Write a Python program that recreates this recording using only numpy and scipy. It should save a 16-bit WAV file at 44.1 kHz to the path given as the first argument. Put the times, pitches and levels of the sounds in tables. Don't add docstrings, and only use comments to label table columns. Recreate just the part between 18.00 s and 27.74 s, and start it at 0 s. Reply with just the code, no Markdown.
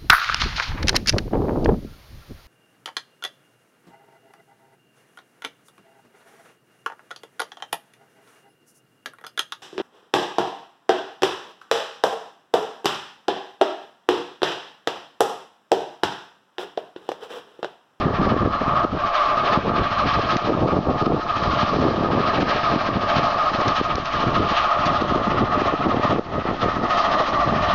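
import sys
import numpy as np
from scipy import signal
from scipy.fft import rfft, irfft
from scipy.io import wavfile
from scipy.ndimage import uniform_filter1d, minimum_filter1d

SR = 44100
rng = np.random.default_rng(int(sys.argv[2]) if len(sys.argv) > 2 else 0)


def voltage_ratio(decibels):
    exponent = np.asarray(decibels, float) / 20
    return 10 ** exponent


def store_pcm(level_fs):
    pcm = np.round(np.clip(level_fs, -1, 1) * 32767).astype(np.int16)
    wavfile.write(sys.argv[1], SR, np.atleast_2d(pcm).T)


N = 429534
TIME_S = np.arange(N) / SR


def evened(x):
    return x / np.sqrt(np.mean(x ** 2) + 1e-20)


def add(mix, start_s, sound):
    part = mix[round(start_s * SR):][:len(sound)]
    part += sound[:len(part)]


def curve(points):
    return np.interp(TIME_S, *np.transpose(points))


def coloured(x, points):
    pitch_hz, level_db = np.transpose(points)
    hz = np.fft.rfftfreq(len(x), 1 / SR)
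    weight_db = np.interp(np.log(hz + 1), np.log(pitch_hz + 1), level_db)
    return evened(irfft(rfft(x) * voltage_ratio(weight_db), len(x)))


def sized(x, hz, octaves):
    f = np.fft.rfftfreq(len(x), 1 / SR) + 1
    return irfft(rfft(x) * np.exp(-(np.log2(f / hz) / octaves) ** 2), len(x))


def drift(per_s):
    width = int(SR / per_s)
    return evened(uniform_filter1d(uniform_filter1d(rng.standard_normal(N), width), width))


def resonate(x, hz, width):
    turn = np.exp(2j * np.pi * np.cumsum(hz) / SR)
    r = np.exp(-np.pi * width / SR)
    smooth = signal.lfilter([(1 - r) ** 2], [1, -2 * r, r * r], x / turn)
    return 2 * (turn * smooth).real


def gusts():
    # time_s, level_db
    strength = [(0.0, -22.5), (0.065, -19.5), (0.085, -21), (0.17, -31), (0.18, -36), (0.195, -19),
                (0.414, -23.5), (0.469, -18), (0.554, -36), (0.594, -38), (0.604, -29), (0.624, -25),
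                (0.644, -41), (0.678, -22), (0.768, -33), (0.833, -30), (0.853, -18), (0.878, -31),
                (0.953, -20.5), (0.993, -41), (1.023, -23), (1.073, -38), (1.117, -51), (1.302, -39),
                (1.457, -31.5), (1.487, -37.7), (1.507, -21.5), (1.532, -24), (1.581, -17), (1.621, -27),
                (1.676, -18.5), (1.776, -24.5), (1.801, -16.5), (1.851, -27), (1.871, -28), (1.891, -39),
                (1.946, -30), (2.0, -35), (2.07, -19), (2.115, -38), (2.19, -16.5), (2.22, -38),
                (2.245, -28), (2.27, -30.5), (2.36, -25), (2.4, -44), (2.44, -27.5), (2.479, -18),
                (2.569, -24.5), (2.779, -17), (2.854, -20), (2.958, -20.5), (2.975, -27), (3.005, -41),
                (3.018, -16), (3.038, -16), (3.043, -22), (3.113, -12.5), (3.193, -25.5), (3.213, -41),
                (3.243, -32.2), (3.332, -36.5), (3.497, -24), (3.577, -31), (3.637, -19.5), (3.667, -32),
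                (3.856, -14.5), (3.97, -20.5), (4.031, -24.5), (4.141, -18), (4.335, -32.5), (4.405, -17.5),
                (4.515, -26), (4.555, -26), (4.61, -38), (4.754, -19), (4.809, -33.5), (4.974, -24.5),
                (5.014, -27), (5.039, -29), (5.059, -36), (5.153, -31), (5.178, -21.5), (5.358, -36),
                (5.443, -33), (5.502, -40), (5.547, -26.5), (5.572, -48), (5.577, -31), (5.597, -25),
                (5.637, -38), (5.662, -20), (5.727, -36), (5.797, -34), (5.802, -20), (5.817, -33),
                (5.842, -27.5), (5.922, -35), (5.956, -28), (6.091, -43), (6.171, -27), (6.221, -32),
                (6.281, -21.5), (6.435, -19.5), (6.48, -34), (6.51, -28), (6.54, -38), (6.76, -34.5),
                (6.919, -22.5), (6.969, -34), (7.019, -26.5), (7.099, -30), (7.114, -22), (7.139, -29),
                (7.159, -18.5), (7.224, -23), (7.249, -39), (7.273, -22), (7.403, -26), (7.428, -12),
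                (7.443, -19), (7.453, -30), (7.583, -25), (7.702, -29), (7.727, -19), (7.767, -31),
                (7.852, -27), (7.867, -20.5), (7.997, -22), (8.022, -38), (8.047, -17), (8.082, -37),
                (8.092, -23), (8.191, -21), (8.226, -39), (8.381, -22.5), (8.421, -29), (8.431, -49),
                (8.451, -31), (8.521, -24), (8.571, -36.5), (8.65, -19), (8.695, -23), (8.72, -42),
                (8.77, -24.1), (8.8, -28), (8.825, -21), (8.875, -33.5), (9.204, -29), (9.319, -32.5),
                (9.533, -24), (9.588, -29.5), (9.738, -29)]
    return curve(strength) + 2.5 * drift(per_s=69)


def thump(hz):
    u = np.arange(-1000, 1001) / SR * hz * 5.9
    swing = (1 - u ** 2 - 0.6 * u) * np.exp(-u ** 2 / 2)
    return swing + 0.17 * (1 - 6 * u ** 2) * np.exp(-3 * u ** 2)


def wind():
    # time_s, tilt_db_per_octave
    eddy_tilt = [(0, 0), (.5, -4.5), (1, -3), (1.5, 1), (2, -5.5), (2.5, -0.5), (3, -1), (3.5, -4), (4, 0),
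                 (4.5, 0), (5, -2), (5.5, -1), (6, -5), (6.5, -2), (7, -3), (7.5, -1.5), (8, 0),
                 (8.7, -2.5), (9.2, 4.5), (9.74, -7.5)]
    # (per Hz, relative)
    buffet = [(12, -58.5), (20, -23.5), (60, -8), (103, -2.5), (147, -3.5), (215, -2), (320, -2.5),
              (471, -6.5), (632, -5), (1000, -12), (1400, -23.5), (2000, -34.5), (3000, -72), (6000, -120)]
    # time_s, level_db
    deep_level = [(0, -38), (1, -52), (2, -54.5), (4, -49.5), (5, -60), (6.3, -45), (7.5, -54), (8.3, -47),
                  (8.75, -41), (9.2, -47), (9.74, -43)]
    # centre_s, level_db, rate_hz
    hard_thumps = [(0.0585, -7, 121), (0.0677, -3, 205), (0.1935, -11.5, 121), (0.2205, -9, 176),
                   (0.256, -19, 268), (0.275, -10, 272), (0.3204, -8, 327), (0.343, -5, 327),
                   (0.3658, -6, 282), (0.432, -7, 168), (0.4482, -15, 201), (0.4618, -5, 327),
                   (0.4755, -3.5, 234), (0.6141, -16, 155), (0.6799, -14, 140), (0.85, -2.5, 265),
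                   (1.561, -16, 199), (1.576, -1, 146), (1.5881, -7, 237), (1.671, -17, 282),
                   (1.701, -5.5, 280), (1.7386, -13, 268), (1.7968, -9, 220), (2.06, -14, 234),
                   (2.335, -17, 277), (2.3634, -8.5, 155), (2.4876, -10, 321), (2.5053, -6, 286),
                   (2.5234, -7, 321), (2.5507, -11, 171), (2.6332, -10, 241), (2.66, -8, 282),
                   (2.6884, -4, 372), (2.721, -17, 140), (2.7453, -8, 176), (2.7696, -9, 234),
                   (2.7893, -2, 163), (2.81, -13, 120), (2.834, -15, 160), (2.8724, -9.5, 292),
                   (2.899, -14, 252), (2.913, -3, 297), (3.016, -16, 300), (3.027, -2.5, 197),
                   (3.0683, 0, 200), (3.077, -1, 300), (3.102, -19, 260), (3.1157, -8, 380),
                   (3.1216, -2.5, 400), (3.1247, -9, 300), (3.146, -7, 260), (3.188, -16, 286),
                   (3.6394, -19, 132), (3.734, -12, 330), (3.742, -9.5, 330), (3.7623, -11, 400),
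                   (3.7692, -9, 226), (3.7886, -9.9, 244), (3.8196, -7, 400), (3.827, -4.5, 300),
                   (3.8522, -5, 194), (3.867, -7, 197), (3.8861, -3, 300), (3.925, -14, 250),
                   (3.946, -9, 350), (3.961, -13, 420), (3.971, -15, 397), (3.987, -14, 260),
                   (4.0103, -10, 157), (4.047, -8.5, 380), (4.0621, -15, 330), (4.088, -9, 450),
                   (4.1346, -10, 241), (4.1508, -8, 268), (4.168, -16, 118), (4.184, -8, 260),
                   (4.207, -16, 160), (4.3656, -19, 129), (4.4138, -18, 148), (4.432, -6, 168),
                   (4.5509, -20, 149), (4.7396, -9, 156), (4.762, -5, 175), (4.8901, -9.5, 252),
                   (4.9717, -12.5, 158), (5.0354, -14, 300), (5.1686, -9, 130), (5.1951, -6, 308),
                   (5.518, -22, 170), (5.55, -21, 180), (5.588, -18, 190), (5.6194, -7, 402),
                   (5.661, -13.5, 200), (5.705, -19, 250), (5.814, -4, 231), (5.983, -10, 373),
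                   (6.2406, -10, 321), (6.272, -10, 119), (6.2936, -11, 241), (6.3761, -19, 165),
                   (6.406, -12, 308), (6.426, -13, 234), (6.4453, -20, 314), (6.8673, -14, 134),
                   (6.8813, -20, 237), (6.905, -17, 260), (6.921, -13, 300), (7.0229, -5, 241),
                   (7.0494, -12, 292), (7.124, -10, 183), (7.162, -3, 230), (7.2814, -10.5, 194),
                   (7.3465, -11, 303), (7.3935, -14, 282), (7.4238, -11, 157), (7.4396, -15, 119),
                   (7.578, -12, 219), (7.6204, -5.5, 303), (7.66, -13, 328), (7.7252, -13, 348),
                   (7.7397, -7, 286), (7.8679, -5.5, 181), (7.9454, -9, 237), (7.9717, -4.5, 174),
                   (7.9974, -8, 230), (8.0518, -15, 170), (8.1323, -5, 321), (8.146, -13, 143),
                   (8.161, -11, 260), (8.186, -9, 300), (8.1946, -1.5, 272), (8.357, -17, 280),
                   (8.383, -13, 300), (8.3908, -15, 248), (8.455, -11.5, 317), (8.489, -15, 160),
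                   (8.513, -13, 297), (8.6332, -9, 356), (8.645, -8, 278), (8.6608, -4, 239),
                   (8.6855, -7, 268), (8.769, -12.5, 220), (8.816, -18, 260), (9.5371, -12, 308)]
    lesser_per_s, lesser_db = 90, 7
    gust_db, tilt_db = gusts(), curve(eddy_tilt)
    out, clumps = np.zeros(N), voltage_ratio(2.0 * drift(per_s=89))
    for octave in (-3, -2, -1, 0, 1, 2):
        hz = 220 * 2. ** octave
        strength = voltage_ratio(2.15 * np.minimum(rng.exponential(1, N), 4))
        sign = rng.choice([-1., 1.], N)
        hits = rng.random(N) < (150 + 1.2 * hz) / SR
        eddies = strength * sign * hits * clumps
        out += sized(evened(eddies), hz, octaves=1.0) * voltage_ratio(tilt_db * octave)
    out = coloured(out, buffet) * voltage_ratio(gust_db)
    deep = evened(sized(rng.standard_normal(N), hz=45, octaves=.7))
    out += deep * voltage_ratio(curve(deep_level))
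    for hz in (160, 250, 360, 480):
        hits = rng.random(N) < lesser_per_s / 4 / SR
        lesser = hits * rng.uniform(-1, 1, N) * voltage_ratio(gust_db + lesser_db)
        out += signal.oaconvolve(lesser, thump(hz), "same")
    for centre_s, level_db, hz in hard_thumps:
        sign = rng.choice([-1., 1.])
        add(out, max(centre_s - 1000 / SR, 0), sign * voltage_ratio(level_db) * thump(hz))
    return out


def ticks():
    # start_s, level_db, rise_s
    tick_list = [(1.9857, -34, 0.0024), (2.367, -19.5, 0.0012), (4.402, -33, 0.0046), (5.679, -23, 0.0026),
                 (5.9546, -23, 0.0011), (6.0555, -29.5, 0.0013), (6.853, -28.5, .007)]
    # (per Hz, relative)
    tick_colour = [(300, -29), (1000, 0), (2500, 0.5), (4000, 0), (5800, -3.5), (6800, -16), (7600, -26),
                   (16000, -59)]
    out, t = np.zeros(N), np.arange(1200) / SR
    for start_s, level_db, rise_s in tick_list:
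        burst = coloured(rng.standard_normal(1200), tick_colour)
        envelope = (t / rise_s) * np.exp(1 - t / rise_s)
        add(out, start_s, voltage_ratio(level_db) * burst * envelope)
    return out


def singing():
    # start_s, end_s, level_db
    spells = [(0.45, 0.65, -50), (1.1, 1.35, -48.5), (1.6, 2.353, -49.5), (2.804, 3.446, -52.5),
              (4.15, 4.4, -47), (4.55, 4.85, -48), (5.048, 5.794, -51), (7.305, 8.098, -53.5),
              (8.902, 9.6, -46)]
    start_hz, sag_hz_per_s = 4117, 2.5
    hz = start_hz - sag_hz_per_s * TIME_S + 3 * drift(per_s=12)
    tone = np.sin(2 * np.pi * np.cumsum(hz) / SR) * voltage_ratio(2.8 * drift(per_s=21))
    out = np.zeros(N)
    for start_s, end_s, level_db in spells:
        a, b = round(start_s * SR), round(end_s * SR)
        add(out, start_s, voltage_ratio(level_db) * tone[a:b] * signal.windows.tukey(b - a, .5))
    return out


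def steam_hiss(level_db, flutter, puff):
    # (per Hz, relative)
    jet_colour = [(820, -37.5), (1400, -21), (1490, 2.5), (1790, -6), (2070, -7.5), (2370, -7), (3130, -7),
                  (3430, -10.5), (4200, -11.5), (4320, -14), (4700, -16), (5500, -20), (6440, -30.5),
                  (7460, -40), (9700, -84), (16400, -120)]
    # time_s, tilt_db_per_octave
    bright = [(0, -1.5), (.6, -2), (1.2, -1), (1.8, -2.5), (2.4, 0), (3, 0.5), (3.6, 1.5), (4.2, -2),
              (4.8, -1.5), (5.4, 1), (6, 0), (6.6, 1.5), (7.2, 1.5), (7.8, 1), (8.4, 0.5), (9, 3.5),
              (9.74, 2)]
    # time_s, change_db
    top_level = [(0, 1), (1.3, -1), (2.5, 0.5), (3.5, 1.5), (4.5, 3), (5.5, 1), (6.5, -2.5), (7.5, -3.5),
                 (8.4, -3), (9.2, -1.5), (9.74, -2.5)]
    tilt_db, top_db = curve(bright), curve(top_level)
    steam = coloured(rng.standard_normal(N), jet_colour)
    hiss = np.zeros(N)
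    for octave in (-1, -.5, 0, .5, 1):
        band = sized(steam, 3400 * 2 ** octave, octaves=0.31)
        band_db = tilt_db * octave + top_db * (octave == .5) + 1.5 * drift(per_s=44)
        hiss += band * voltage_ratio(band_db)
    return evened(hiss) * voltage_ratio(level_db + 1.0 * flutter) * (0.81 + 0.65 * puff)


def chimney_roar(age_s, flutter, puff):
    # pitch_hz, width_hz, level_db
    resonances = [(602, 70, -3.5), (692, 77, -0.5), (858.7, 120, -4), (1080, 120, -1), (1159, 57, -1),
                  (1249.7, 53, 0), (1366, 130, -5.5)]
    # time_s, pitch_hz
    ridge_pitch = [(0.0, 1167), (0.3, 1207), (1, 1201), (2, 1204), (3, 1225), (3.63, 1195), (4.3, 1239),
                   (5.5, 1227), (6.5, 1217), (7.5, 1204), (8.38, 1272), (9, 1226), (9.74, 1177)]
    # time_s, change_db
    lower_level = [(0, -5), (1, -2), (2, -2), (3, 0.5), (4, -3.5), (5, 2.5), (6, -1.5), (7, -1), (8, 0),
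                   (8.6, 2.5), (9.2, 0.5), (9.74, 1)]
    # time_s, level_db
    upper_pitch = [(0, 1730), (1.3, 1720), (5, 1790), (7.5, 1844), (9, 1850), (9.74, 1844)]
    upper_level = [(0, -5.5), (1, -16), (2, -13.5), (3, -12.5), (4, -10), (5, -10.5), (6, -12), (7, -10),
                   (8, -8), (8.6, -3.5), (9.199, -7), (9.74, -6)]
    sag_per_s, ridge_sag = 0.51, 2.18
    ridge_width_hz, ridge_db, upper_width_hz = 40, 1, 330
    notch_hz, notch_width_hz, notch_depth = 945, 55, .6
    sag = uniform_filter1d(1 - sag_per_s * (age_s - .035), 400) + 0.006 * drift(per_s=11)
    jet = rng.standard_normal((len(resonances) + 1, N)) * voltage_ratio(0.9 * flutter) * (0.8 + 0.3 * puff)
    ridge_hz = curve(ridge_pitch) * sag ** ridge_sag
    roar = voltage_ratio(ridge_db) * evened(resonate(jet.sum(axis=0), ridge_hz, ridge_width_hz))
    lower = voltage_ratio(curve(lower_level))
    for i, (hz, width_hz, level_db) in enumerate(resonances):
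        note = voltage_ratio(level_db) * evened(resonate(jet[i], hz * sag, width_hz))
        roar += note * lower if i < 3 else note
    upper = evened(resonate(jet[-1], curve(upper_pitch), upper_width_hz))
    roar += voltage_ratio(curve(upper_level)) * upper
    return evened(roar - notch_depth * resonate(roar, np.full(N, notch_hz), notch_width_hz))


def far_rumble(roar_level_db):
    # (per Hz, relative)
    rumble_colour = [(12, -22), (20, -4.5), (43, -8), (129, -26), (250, -16.5), (370, -13), (440, -17.5),
                     (600, -3), (780, -34), (1320, -120)]
    level_db = -18 + roar_level_db + 2.1 * drift(per_s=26)
    return coloured(rng.standard_normal(N), rumble_colour) * voltage_ratio(level_db)


def exhaust():
    # start_s, hiss_db, roar_db
    beats = [(0, -39.5, -25.5), (0.052, -40.5, -24.5), (0.134, -41, -26.5), (0.211, -35, -21),
             (0.288, -36, -22.5), (0.366, -37.5, -21.5), (0.441, -39.5, -21.5), (0.521, -38.5, -21),
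             (0.597, -39, -22), (0.676, -38.5, -20), (0.752, -35.5, -17.5), (0.83, -39.5, -19.5),
             (0.908, -41.5, -30), (0.985, -36.5, -21.5), (1.06, -36, -22), (1.14, -28, -17),
             (1.217, -30.5, -18), (1.295, -33.5, -18.5), (1.368, -32.5, -21), (1.447, -29.5, -18.5),
             (1.524, -28.5, -13), (1.6, -35.5, -27), (1.678, -35, -19), (1.755, -32.5, -20.5),
             (1.831, -33.5, -22.5), (1.909, -34, -22.5), (1.982, -32.5, -19.5), (2.063, -27, -19.5),
             (2.135, -32.0, -21), (2.213, -32.5, -23.5), (2.29, -28.5, -20), (2.365, -36.5, -25.5),
             (2.443, -34, -27), (2.519, -39.5, -25), (2.594, -41.5, -35), (2.672, -35, -20.5),
             (2.747, -38, -24.5), (2.822, -42.5, -29.5), (2.899, -39, -24.5), (2.975, -35.5, -24.5),
             (3.051, -36, -23.5), (3.127, -39, -24), (3.204, -41, -29), (3.278, -37, -24),
             (3.355, -33, -23.5), (3.428, -34.5, -21.5), (3.505, -32.5, -20.5), (3.581, -29.5, -20.2),
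             (3.657, -34.5, -23.5), (3.731, -33.5, -22.5), (3.807, -32.5, -22.5), (3.883, -30, -20.5),
             (3.958, -36, -27), (4.033, -37, -25), (4.106, -35, -24.5), (4.185, -34, -22.5),
             (4.26, -33.5, -20.5), (4.332, -31, -23), (4.406, -31, -26), (4.484, -29, -21),
             (4.556, -31.5, -23.5), (4.635, -32, -21), (4.708, -30.5, -20), (4.783, -34, -23),
             (4.857, -34, -23), (4.934, -37, -27), (5.007, -35.5, -25.5), (5.082, -30, -20.5),
             (5.155, -26, -16), (5.23, -30, -18.5), (5.303, -33.5, -22.5), (5.378, -30, -19),
             (5.452, -33.5, -21.5), (5.528, -31, -20.5), (5.601, -29.5, -19.5), (5.676, -31.5, -21),
             (5.751, -29.5, -23.5), (5.824, -33.5, -23.5), (5.898, -35.5, -23), (5.972, -36, -28),
             (6.046, -32, -24), (6.12, -30.5, -22.5), (6.193, -31.5, -19), (6.271, -32, -21.5),
             (6.341, -29, -17.5), (6.418, -34, -22.5), (6.487, -28.5, -21), (6.563, -26.5, -19),
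             (6.634, -31.5, -20), (6.71, -31.5, -17.5), (6.782, -31.5, -20), (6.858, -28.5, -18),
             (6.931, -31.5, -20.5), (7.004, -34, -21), (7.077, -36, -24), (7.15, -33, -18.5),
             (7.224, -33.5, -23.5), (7.297, -34.5, -20), (7.369, -33.5, -19), (7.444, -37, -24),
             (7.518, -35, -21), (7.59, -33, -23.5), (7.662, -33.5, -20.5), (7.735, -36.5, -25),
             (7.81, -36, -24), (7.881, -35, -22.5), (7.955, -35, -25), (8.026, -32, -19.5),
             (8.1, -32.5, -20.5), (8.176, -41, -29), (8.245, -45, -32.5), (8.317, -41.5, -28.5),
             (8.391, -39.5, -30.5), (8.462, -40, -27), (8.535, -38.5, -34.5), (8.609, -31.5, -21.5),
             (8.681, -36.5, -25.5), (8.752, -39, -27.5), (8.825, -37.5, -25.5), (8.897, -30, -20),
             (8.969, -27.5, -17.5), (9.042, -32.5, -19.5), (9.112, -32.5, -21.5), (9.185, -29, -17.5),
             (9.257, -33, -24.5), (9.331, -33, -20), (9.4, -33, -20), (9.474, -33.5, -22),
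             (9.547, -32.5, -22), (9.618, -30.5, -20), (9.688, -29, -18)]
    # time_s, lower_hz, upper_hz
    gaps = [(0, 1480, 2010), (1.3, 1435, 2050), (3, 1510, 2040), (5, 1510, 2000), (7, 1556, 2180),
            (8.4, 1624, 2300), (9.74, 1610, 2250)]
    gap_width_hz, gap_depth = 150, 0.52
    start_s, hiss_db, roar_db = np.transpose(beats)
    beat = np.clip(np.searchsorted(start_s, TIME_S) - 1, 0, len(start_s) - 1)
    age_s = np.maximum(TIME_S - start_s[beat], 0)
    puff = (1 - np.exp(-age_s / 0.0027)) * np.exp(-(age_s / 0.037) ** 3)
    puff = uniform_filter1d(puff, 450)
    flutter = drift(per_s=35)
    hiss = steam_hiss(uniform_filter1d(hiss_db[beat], 1600), flutter, puff)
    roar_level_db = np.interp(TIME_S, start_s + 0.033, roar_db)
    steam = hiss + voltage_ratio(roar_level_db) * chimney_roar(age_s, flutter, puff)
    when_s, *gaps_hz = np.transpose(gaps)
    for gap_hz in gaps_hz:
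        steam = steam - gap_depth * resonate(steam, np.interp(TIME_S, when_s, gap_hz), gap_width_hz)
    return steam + far_rumble(roar_level_db)


def scene():
    return (wind() + ticks() + singing() + exhaust())[None]


def roll_off(x):
    return signal.sosfilt(signal.butter(12, 7900, fs=SR, output="sos"), x)


def record(dry):
    threshold_db, fall_db_per_s, slope = -10.0, 100.0, 0.72
    peak_db = 20 * np.log10(abs(dry[0]) + 1e-9)
    climb_db = np.arange(N) * fall_db_per_s / SR
    held_peak_db = np.maximum.accumulate(peak_db + climb_db) - climb_db
    over_db = np.maximum(held_peak_db - threshold_db, 0)
    over_db = uniform_filter1d(-minimum_filter1d(-over_db, size=60), size=60)
    held = np.tanh(dry / voltage_ratio(slope * over_db))
    held = held + voltage_ratio(-45) * sized(rng.standard_normal(N), hz=3830, octaves=0.61)
    band_limit = signal.firwin(numtaps=121, cutoff=7200, window=("kaiser", 9), fs=SR)
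    mix = signal.oaconvolve(held, band_limit[None], "same") - .0043
    return roll_off(mix)


dry = scene()
out = record(dry)
store_pcm(out)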